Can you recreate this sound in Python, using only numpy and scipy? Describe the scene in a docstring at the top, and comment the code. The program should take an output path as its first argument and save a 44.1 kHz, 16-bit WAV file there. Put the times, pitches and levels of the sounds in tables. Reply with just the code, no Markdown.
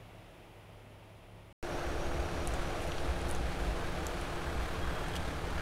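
"""A grassy slope, then a stony track: a six-cylinder four-wheel drive heard in two shots with a short silence between.
On the slope it is far off: tones tied to the engine's turning make a hum, and shaped noise makes a roar and hiss.
On the track it is near: engine tones throb, fan tones drone, and bursts of noise make the tyres grind on gravel.
Low tones thump, short ringing tones snap and knock like stones, and narrow whistles chirr faintly behind."""
import sys
import numpy as np
from scipy import signal
from scipy.fft import rfft, irfft
from scipy.io import wavfile

SR = 44100
rng = np.random.default_rng(int(sys.argv[2]) if len(sys.argv) > 2 else 0)


def transcribe(signal):
    """Save signal, clipped to [-1, 1], as a 16-bit WAV file at the path in sys.argv[1]."""
    frames = np.atleast_2d(signal).T
    limited = np.clip(frames, -1, 1)
    pcm = np.round(limited * 32767).astype(np.int16)
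    wavfile.write(sys.argv[1], SR, pcm)


N = 247401
TIME = np.arange(N) / SR  # seconds
SLOPE_END, TRACK_START = 1.527, 1.628  # seconds
TOP_HZ = 15780  # the whole sound is cut off around here

# Faint high chirring. Each row: start and end in seconds, start and end pitch in Hz, width in Hz,
# level in dB before the opening boost, pulses a second, pulse depth from 0 to 1.
CHIRRS = [(1.55, 2.995, 5640, 5900, 300, -67, 7.6, 0.4), (1.595, 3.049, 6260, 7020, 260, -71, 7.5, .5),
          (4.3, 4.65, 7950, 7840, 130, -74, 9.4, .6), (4.503, 5.07, 12210, 12080, 110, -77, 10.7, .9),
          (4.795, 5.15, 3295, 3250, 150, -63, 10, .3), (4.897, 5.393, 8140, 8500, 260, -71, 13, 0.4)]

# Tones of the far engine. Each row: multiple of the crank speed, level in dB within the hum.
SLOPE_TONES = [(1, -9), (2, -15.5), (3, -2), (5, -12.5), (7, -18.5), (10.5, -23)]
# Tone colour of the far roar and hiss. 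Each row: frequency in Hz, relative strength in dB per Hz.
SLOPE_ROAR_COLOUR = [(12, -17), (30, 7.5), (60, 6), (120, 5), (250, -2.5), (340, 3), (420, 0.5), (560, 0.5),
                     (650, 4), (720, -1), (850, -1.5), (1000, -5.5), (1500, -9.5), (2500, -31)]
SLOPE_HISS_COLOUR = [(700, -24), (1500, -8), (2000, -1), (2700, -1.5), (3400, -5.5), (4300, -13.5),
                     (5000, -14), (6000, -17.5), (8000, -20), (15500, -21)]
# The firing rate starts higher by the extra, then settles.
SLOPE_FIRING_HZ, EXTRA_FIRING_HZ, SETTLE_S = 104, 4, 0.051
HUM_DB = -55.5
# The hum dips once. The row: time of the lowest point in seconds, depth in dB, length in seconds.
HUM_DIP = (0.52, 7.8, 0.12)
ROAR_DB, ROAR_DB_PER_S = -55, -1.5
HISS_DB, HISS_DB_PER_S = -62.5, -2

# Small stones that snap. Each row: start in seconds, peak level in dB, ring in Hz.
SNAPS = [(2.4743, -21.5, 8900), (2.4795, -42, 9000), (2.5387, -32, 8100), (2.5432, -40, 8500),
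         (3.216, -35, 10500), (3.286, -38, 10400), (3.2926, -32, 10200), (3.3006, -38, 9400),
         (3.3025, -34, 10000), (3.3121, -25, 9060), (3.3496, -32.5, 6200), (3.3616, -39, 7000),
         (4.068, -24, 7450), (4.213, -33, 9810)]
# Larger stones that knock and crush. Each row: start in seconds, peak level in dB, lowest ring in Hz,
# length of the scrape in seconds, grit level in dB before the peak is set.
KNOCKS = [(2.6964, -42, 2195, 0.0015, -16), (2.805, -37, 2500, 0.0022, -8), (2.817, -39.5, 2400, 0.034, 0),
          (2.8754, -40, 2480, 0.0017, 1), (2.9194, -30.5, 3330, 0.0014, -21),
          (2.9816, -30, 3350, .0015, -23), (4.755, -32.5, 1054, 0.0061, -30), (5.083, -41, 2905, 0.0044, 3),
          (5.1375, -36, 3250, 0.0025, -10), (5.1548, -31.5, 3280, .004, -4),
          (5.1637, -28.5, 3230, 0.0053, -6), (5.58, -28, 1380, 0.003, -34),
          (5.596, -31.5, 1430, 0.004, -36)]
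# How a knocked stone rings. Each row: multiple of its lowest ring, relative level in dB, width in Hz.
STONE_RINGS = [(1, 2.5, 377), (1.32, -8, 480), (2.6, -24, 301), (3.67, -34, 400)]
STONE_DULL_HZ = 4480  # a larger stone's ring is dull above this
# A tyre drops off a stone and the body booms.
# Each row: time of the loudest point in seconds, level in dB, pitch in Hz, length in seconds.
THUMPS = [(1.883, -36, 59.6, 0.042), (2.2, -27.5, 58.7, 0.02), (2.52, -32, 58, 0.05),
          (3.103, -31, 62.6, 0.036), (3.266, -33.5, 65.9, 0.028), (3.436, -31.5, 59, 0.05),
          (3.686, -30, 50.27, 0.065), (4.609, -34, 59, 0.05), (4.874, -31.5, 60.6, 0.04),
          (5.266, -38, 62.4, 0.03)]

# Tone colour of the gravel. Each row: frequency in Hz, relative strength in dB per Hz.
GRAVEL_COLOUR = [(1200, -7.5), (2500, 10.5), (4000, 5), (5000, 1.5), (6200, 0), (7400, -4), (10000, -4),
                 (12000, -10.5), (15500, -28)]
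# Gravel under the tyres, before its random swells. Each row: time in seconds, level in dB.
GRAVEL_LEVEL = [(1.65, -53), (2.4, -52.5), (2.88, -51), (3.1, -51.5), (3.35, -52), (4.1, -51.5),
                (4.8, -53.5), (5.6, -53)]

# Tone colour of the fan's roar. Each row: frequency in Hz, relative strength in dB per Hz.
FAN_COLOUR = [(100, -3.5), (220, -6.5), (280, 1), (380, -3.5), (460, 1), (560, -1.5), (680, -1.5),
              (820, -1.5), (950, -12.5), (1300, -11), (2500, -32)]
FAN_HZ = 173.3  # the lower blade tone, before it wavers
# Levels where the track begins, and how the fan's sounds fade in dB each second.
FAN_DB, FAN_DB_PER_S = -41, -0.73
HOLLOW_DB, HOLLOW_DB_PER_S = -47.5, -3.0  # a hollow note in the roar
DRONE_DB, DRONE_DB_PER_S = -44.5, -2.0  # the upper blade tone
# The lower blade tone swells in, then holds.
FAN_HUM_DB, FAN_HUM_SWELL_S = -49, 0.51

# The idling engine picks up a little. 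Each row: time in seconds, firing rate in Hz.
IDLE_FIRING = [(1.65, 35.84), (2.5, 35.8), (2.7, 36.8), (5.3, 36.83), (5.6, 36.07)]
# Tones of the idling engine. Each row: multiple of the crank speed, level in dB within the throb.
IDLE_TONES = [(1, 3), (3, -3.5), (4, -22), (5, -9.5), (6, -1.5), (9, -10.5), (12, -14.5), (24, -26),
              (36, -14)]
# Tone colour of rumble and clatter. Each row: frequency in Hz, relative strength in dB per Hz.
RUMBLE_COLOUR = [(6, 9), (11, 10.5), (20, 2.5), (30, 2), (58, 0.5), (85, 1.5), (110, -7), (150, -2.5),
                 (200, -9.5), (260, -39), (500, -45)]
CLATTER_COLOUR = [(500, -20), (900, -1), (1200, 0), (1650, 0), (1850, -5), (2300, -6.5), (2700, -12.5),
                  (3300, -13), (4300, -16), (5200, -22), (9000, -25)]
# The low rumble. Each row: time in seconds, level in dB.
RUMBLE_LEVEL = [(1.65, -44), (2.05, -39), (2.9, -40.5), (3.7, -40.5), (4.1, -42.5), (4.9, -40),
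                (5.6, -39.5)]
# Levels where the track begins, and how they rise in dB each second as the vehicle nears.
THROB_DB, THROB_DB_PER_S = -47.5, 0.46
CLATTER_DB, CLATTER_DB_PER_S = -46.5, 0.31


def amp(db):
    """Turns decibels into a plain multiplier."""
    return 10 ** (np.asarray(db) / 20)


def drift(db, db_per_s, start):
    """A loudness multiplier whose decibels change steadily, counted from the start time."""
    return amp(db + db_per_s * (TIME - start))


def unit(x):
    """Scales a sound to an average strength (rms) of one."""
    return x / np.sqrt(np.mean(x ** 2) + 1e-20)


def curves(rows):
    """Joins each column of a table by straight lines in time."""
    seconds, *columns = np.transpose(rows)
    return [np.interp(TIME, seconds, column) for column in columns]


def noise():
    """White noise for the whole scene."""
    return rng.standard_normal(N)


def colour(x, spectrum):
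    """Reshapes the strength of each frequency in x, then scales it to unit rms."""
    hz, db = np.transpose(spectrum)
    bins = np.fft.rfftfreq(N, 1 / SR)
    # Nothing below 4 Hz, and a fade beyond the last row.
    edges = (bins > 4) / (1 + (bins / (1.5 * hz[-1])) ** 4)
    shape_db = np.interp(np.log(bins + 1), np.log(hz + 1), db)
    return unit(irfft(rfft(x) * edges * amp(shape_db), N))


def wander(rate_hz):
    """Random drifting of unit rms, with changes faster than the rate faded out."""
    bins = np.fft.rfftfreq(N, 1 / SR)
    return unit(irfft(rfft(noise()) / (1 + (bins / rate_hz) ** 4), N))


def phase(hz):
    """Adds up a pitch over time into a running angle, from a random start."""
    return 2 * np.pi * (np.cumsum(hz) / SR + rng.random())


def ring(x, hz, width_hz):
    """One resonance: x sets it ringing at one pitch; a narrower width rings longer."""
    b, a = signal.iirpeak(hz, hz / width_hz, SR)
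    return signal.lfilter(b, a, x)


def bright(x):
    """Keeps the treble band in which stones crack."""
    band = signal.butter(3, [5300, 12000], "band", fs=SR, output="sos")
    return signal.sosfilt(band, x)


def dull(x):
    """Rounds off the treble of a stone's ring."""
    lowpass = signal.butter(2, STONE_DULL_HZ, fs=SR, output="sos")
    return signal.sosfilt(lowpass, x)


def add(mix, start, sound):
    """Places a sound in the mix at its start time, trimmed to fit."""
    part = mix[round(start * SR):][:len(sound)]
    part += sound[:len(part)]


def grains(per_s, spread_db):
    """A random train of tiny impacts, a few much larger than the rest."""
    size = amp(spread_db * np.minimum(rng.exponential(1, N), 5))
    push_or_pull = rng.choice([-1, 1], N)
    happens = rng.random(N) < per_s / SR
    return unit(size * push_or_pull * happens)


def exhaust(firing_hz, tones, unsteady):
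    """Tones at multiples of the crank speed, one turn in three firings; each wavers in strength."""
    crank = phase(firing_hz / 3)
    out = np.zeros(N)
    for multiple, db in tones:
        tone = np.sqrt(2) * np.cos(multiple * crank + 2 * np.pi * rng.random())
        out += amp(db) * tone * (1 + unsteady * wander(6.9))
    return out


def chirring(fade_db=4):
    """Narrow, fuzzy whistles that pulse unevenly and fade as they go."""
    out = np.zeros(N)
    for start, end, from_hz, to_hz, width_hz, db, pulses, depth in CHIRRS:
        along = np.clip((TIME - start) / (end - start), 0, 1)
        turn = phase(from_hz + (to_hz - from_hz) * along)
        # Two random strengths spread the pitch into a narrow band.
        whistle = wander(width_hz / 2) * np.sin(turn) + wander(width_hz / 2) * np.cos(turn)
        pulse = 1 - depth * np.cos(2 * np.pi * pulses * (TIME - start) + 0.7 * wander(5))
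        soft_ends = np.minimum(1, 20 * along * (1 - along))
        out += amp(db + fade_db * (1.0 - along)) * whistle * pulse * soft_ends
    return out


def trees(x, t60=0.13):
    """The bank and trees scatter x into a short tail that falls 60 dB in t60 seconds."""
    t = np.arange(SR // 3) / SR
    tail = rng.standard_normal(len(t)) * np.exp(-np.log(1000) * t / t60)
    return signal.fftconvolve(x, tail / np.linalg.norm(tail))[:N]


def far_vehicle():
    """The engine holds the vehicle back: a hum, an ebbing roar and hiss, and a thin warbling whine."""
    firing_hz = SLOPE_FIRING_HZ + EXTRA_FIRING_HZ * np.exp(-TIME / SETTLE_S)
    shaky_firing_hz = firing_hz * (1 + 0.0071 * wander(13))
    dip_s, dip_db, dip_length = HUM_DIP
    hum_db = HUM_DB - dip_db * np.exp(-((TIME - dip_s) / dip_length) ** 2)
    hum = amp(hum_db) * exhaust(shaky_firing_hz, SLOPE_TONES, unsteady=0.18)
    roar = drift(ROAR_DB, ROAR_DB_PER_S, 0) * colour(noise(), SLOPE_ROAR_COLOUR)
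    hiss = drift(HISS_DB, HISS_DB_PER_S, 0) * colour(noise(), SLOPE_HISS_COLOUR)
    warble_hz = 90 * np.sin(phase(19 + 7 * wander(11))) + 115 * wander(200)
    whine = amp(-78.5) * np.sin(phase(9790 + warble_hz))
    return hum + roar + hiss + whine


def snaps(decay_s=0.00038, overtone=1.6, overtone_db=-10, crack_db=1):
    """A pinched stone gives a sharp crack and rings for a few cycles."""
    out, t = np.zeros(N), np.arange(SR // 50) / SR
    for start, db, hz in SNAPS:
        turn = 2 * np.pi * hz * t
        tone = np.sin(turn) + amp(overtone_db) * np.sin(overtone * turn)
        crack = rng.standard_normal(len(t)) * np.exp(-t / 0.00023)
        snap = bright(tone * np.exp(-t / decay_s) + amp(crack_db) * crack)
        add(out, start, amp(db) * snap / abs(snap).max())
    return out


def knocks(blow=2.8):
    """A blow and a short scrape ring a larger stone and shed a burst of grit."""
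    out, t = np.zeros(N), np.arange(SR // 8) / SR
    for start, db, hz, length, grit_db in KNOCKS:
        scrape, grit = rng.standard_normal((2, len(t))) * np.exp(-t / length)
        push = scrape + blow * (t == 0)
        body = np.zeros(len(t))
        for multiple, ring_db, width_hz in STONE_RINGS:
            body += amp(ring_db) * unit(ring(push, multiple * hz, width_hz))
        knock = dull(body) + amp(grit_db) * unit(bright(grit))
        add(out, start, amp(db) * knock / abs(knock).max())
    return out


def thumps():
    """Each drop of a wheel swells and dies as a low boom."""
    out = np.zeros(N)
    for middle, db, hz, length in THUMPS:
        swell = np.exp(-((TIME - middle) / length) ** 2)
        boom = np.cos(2 * np.pi * (hz * (TIME - middle) + rng.random()))
        out += amp(db) * swell * boom
    return out


def gravel(swell_db=0.5):
    """The treads grind small stones: clumps of tiny impacts over noise, swelling and easing."""
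    gravel_db, = curves(GRAVEL_LEVEL)
    crunch = grains(per_s=5000, spread_db=2.5) * amp(2.0 * wander(25))
    grinding = colour(crunch + 1.3 * noise(), GRAVEL_COLOUR)
    return amp(gravel_db + swell_db * wander(3.3)) * grinding


def fan():
    """The cooling fan: a fluttering roar with a hollow note, and two blade tones an octave apart."""
    flutter = amp(0.52 * wander(33))
    roar = drift(FAN_DB, FAN_DB_PER_S, TRACK_START) * colour(noise() * flutter, FAN_COLOUR)
    hollow_note = unit(ring(ring(noise(), 614, 123), 653, 220))
    hollow = drift(HOLLOW_DB, HOLLOW_DB_PER_S, TRACK_START) * hollow_note
    blades = phase(FAN_HZ * (1 + 0.00393 * wander(6.2)))
    swell = 1 - np.exp(-np.maximum(TIME - TRACK_START, 0) / FAN_HUM_SWELL_S)
    hum = amp(FAN_HUM_DB) * swell * np.sin(blades)
    drone = drift(DRONE_DB, DRONE_DB_PER_S, TRACK_START) * np.sin(2 * blades)
    return roar + hollow + hum + drone


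def near_engine(clatter_waver_db=0.7):
    """The idling engine: throbbing exhaust tones, low rumble, and clatter pulsing at the firing rate."""
    firing_hz, = curves(IDLE_FIRING)
    rumble_db, = curves(RUMBLE_LEVEL)
    throb = drift(THROB_DB, THROB_DB_PER_S, TRACK_START) * exhaust(firing_hz, IDLE_TONES, unsteady=0.54)
    rumble = amp(rumble_db) * colour(noise(), RUMBLE_COLOUR)
    strokes = 1 + 0.2 * np.cos(phase(firing_hz))
    rattle = colour(strokes * grains(per_s=6000, spread_db=2.0), CLATTER_COLOUR)
    waver = amp(clatter_waver_db * wander(5))
    clatter = drift(CLATTER_DB, CLATTER_DB_PER_S, TRACK_START) * rattle * waver
    return throb + rumble + clatter


def scene():
    """The far shot, a moment of silence, then the near shot."""
    stones = snaps() + knocks()
    scattered = amp(-11.5) * trees(stones)
    track = chirring() + scattered + stones + thumps() + gravel() + fan() + near_engine()
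    far_shot = far_vehicle() * (TIME < SLOPE_END)
    near_shot = track * (TIME >= TRACK_START)
    return (far_shot + near_shot)[None]


def record(dry):
    """The recorder's band limit: a steep filter removes the highest treble."""
    lowpass = signal.firwin(511, TOP_HZ, window=("kaiser", 9), fs=SR)
    return signal.oaconvolve(dry, lowpass[None], "same")


dry = scene()
out = record(dry)
transcribe(out)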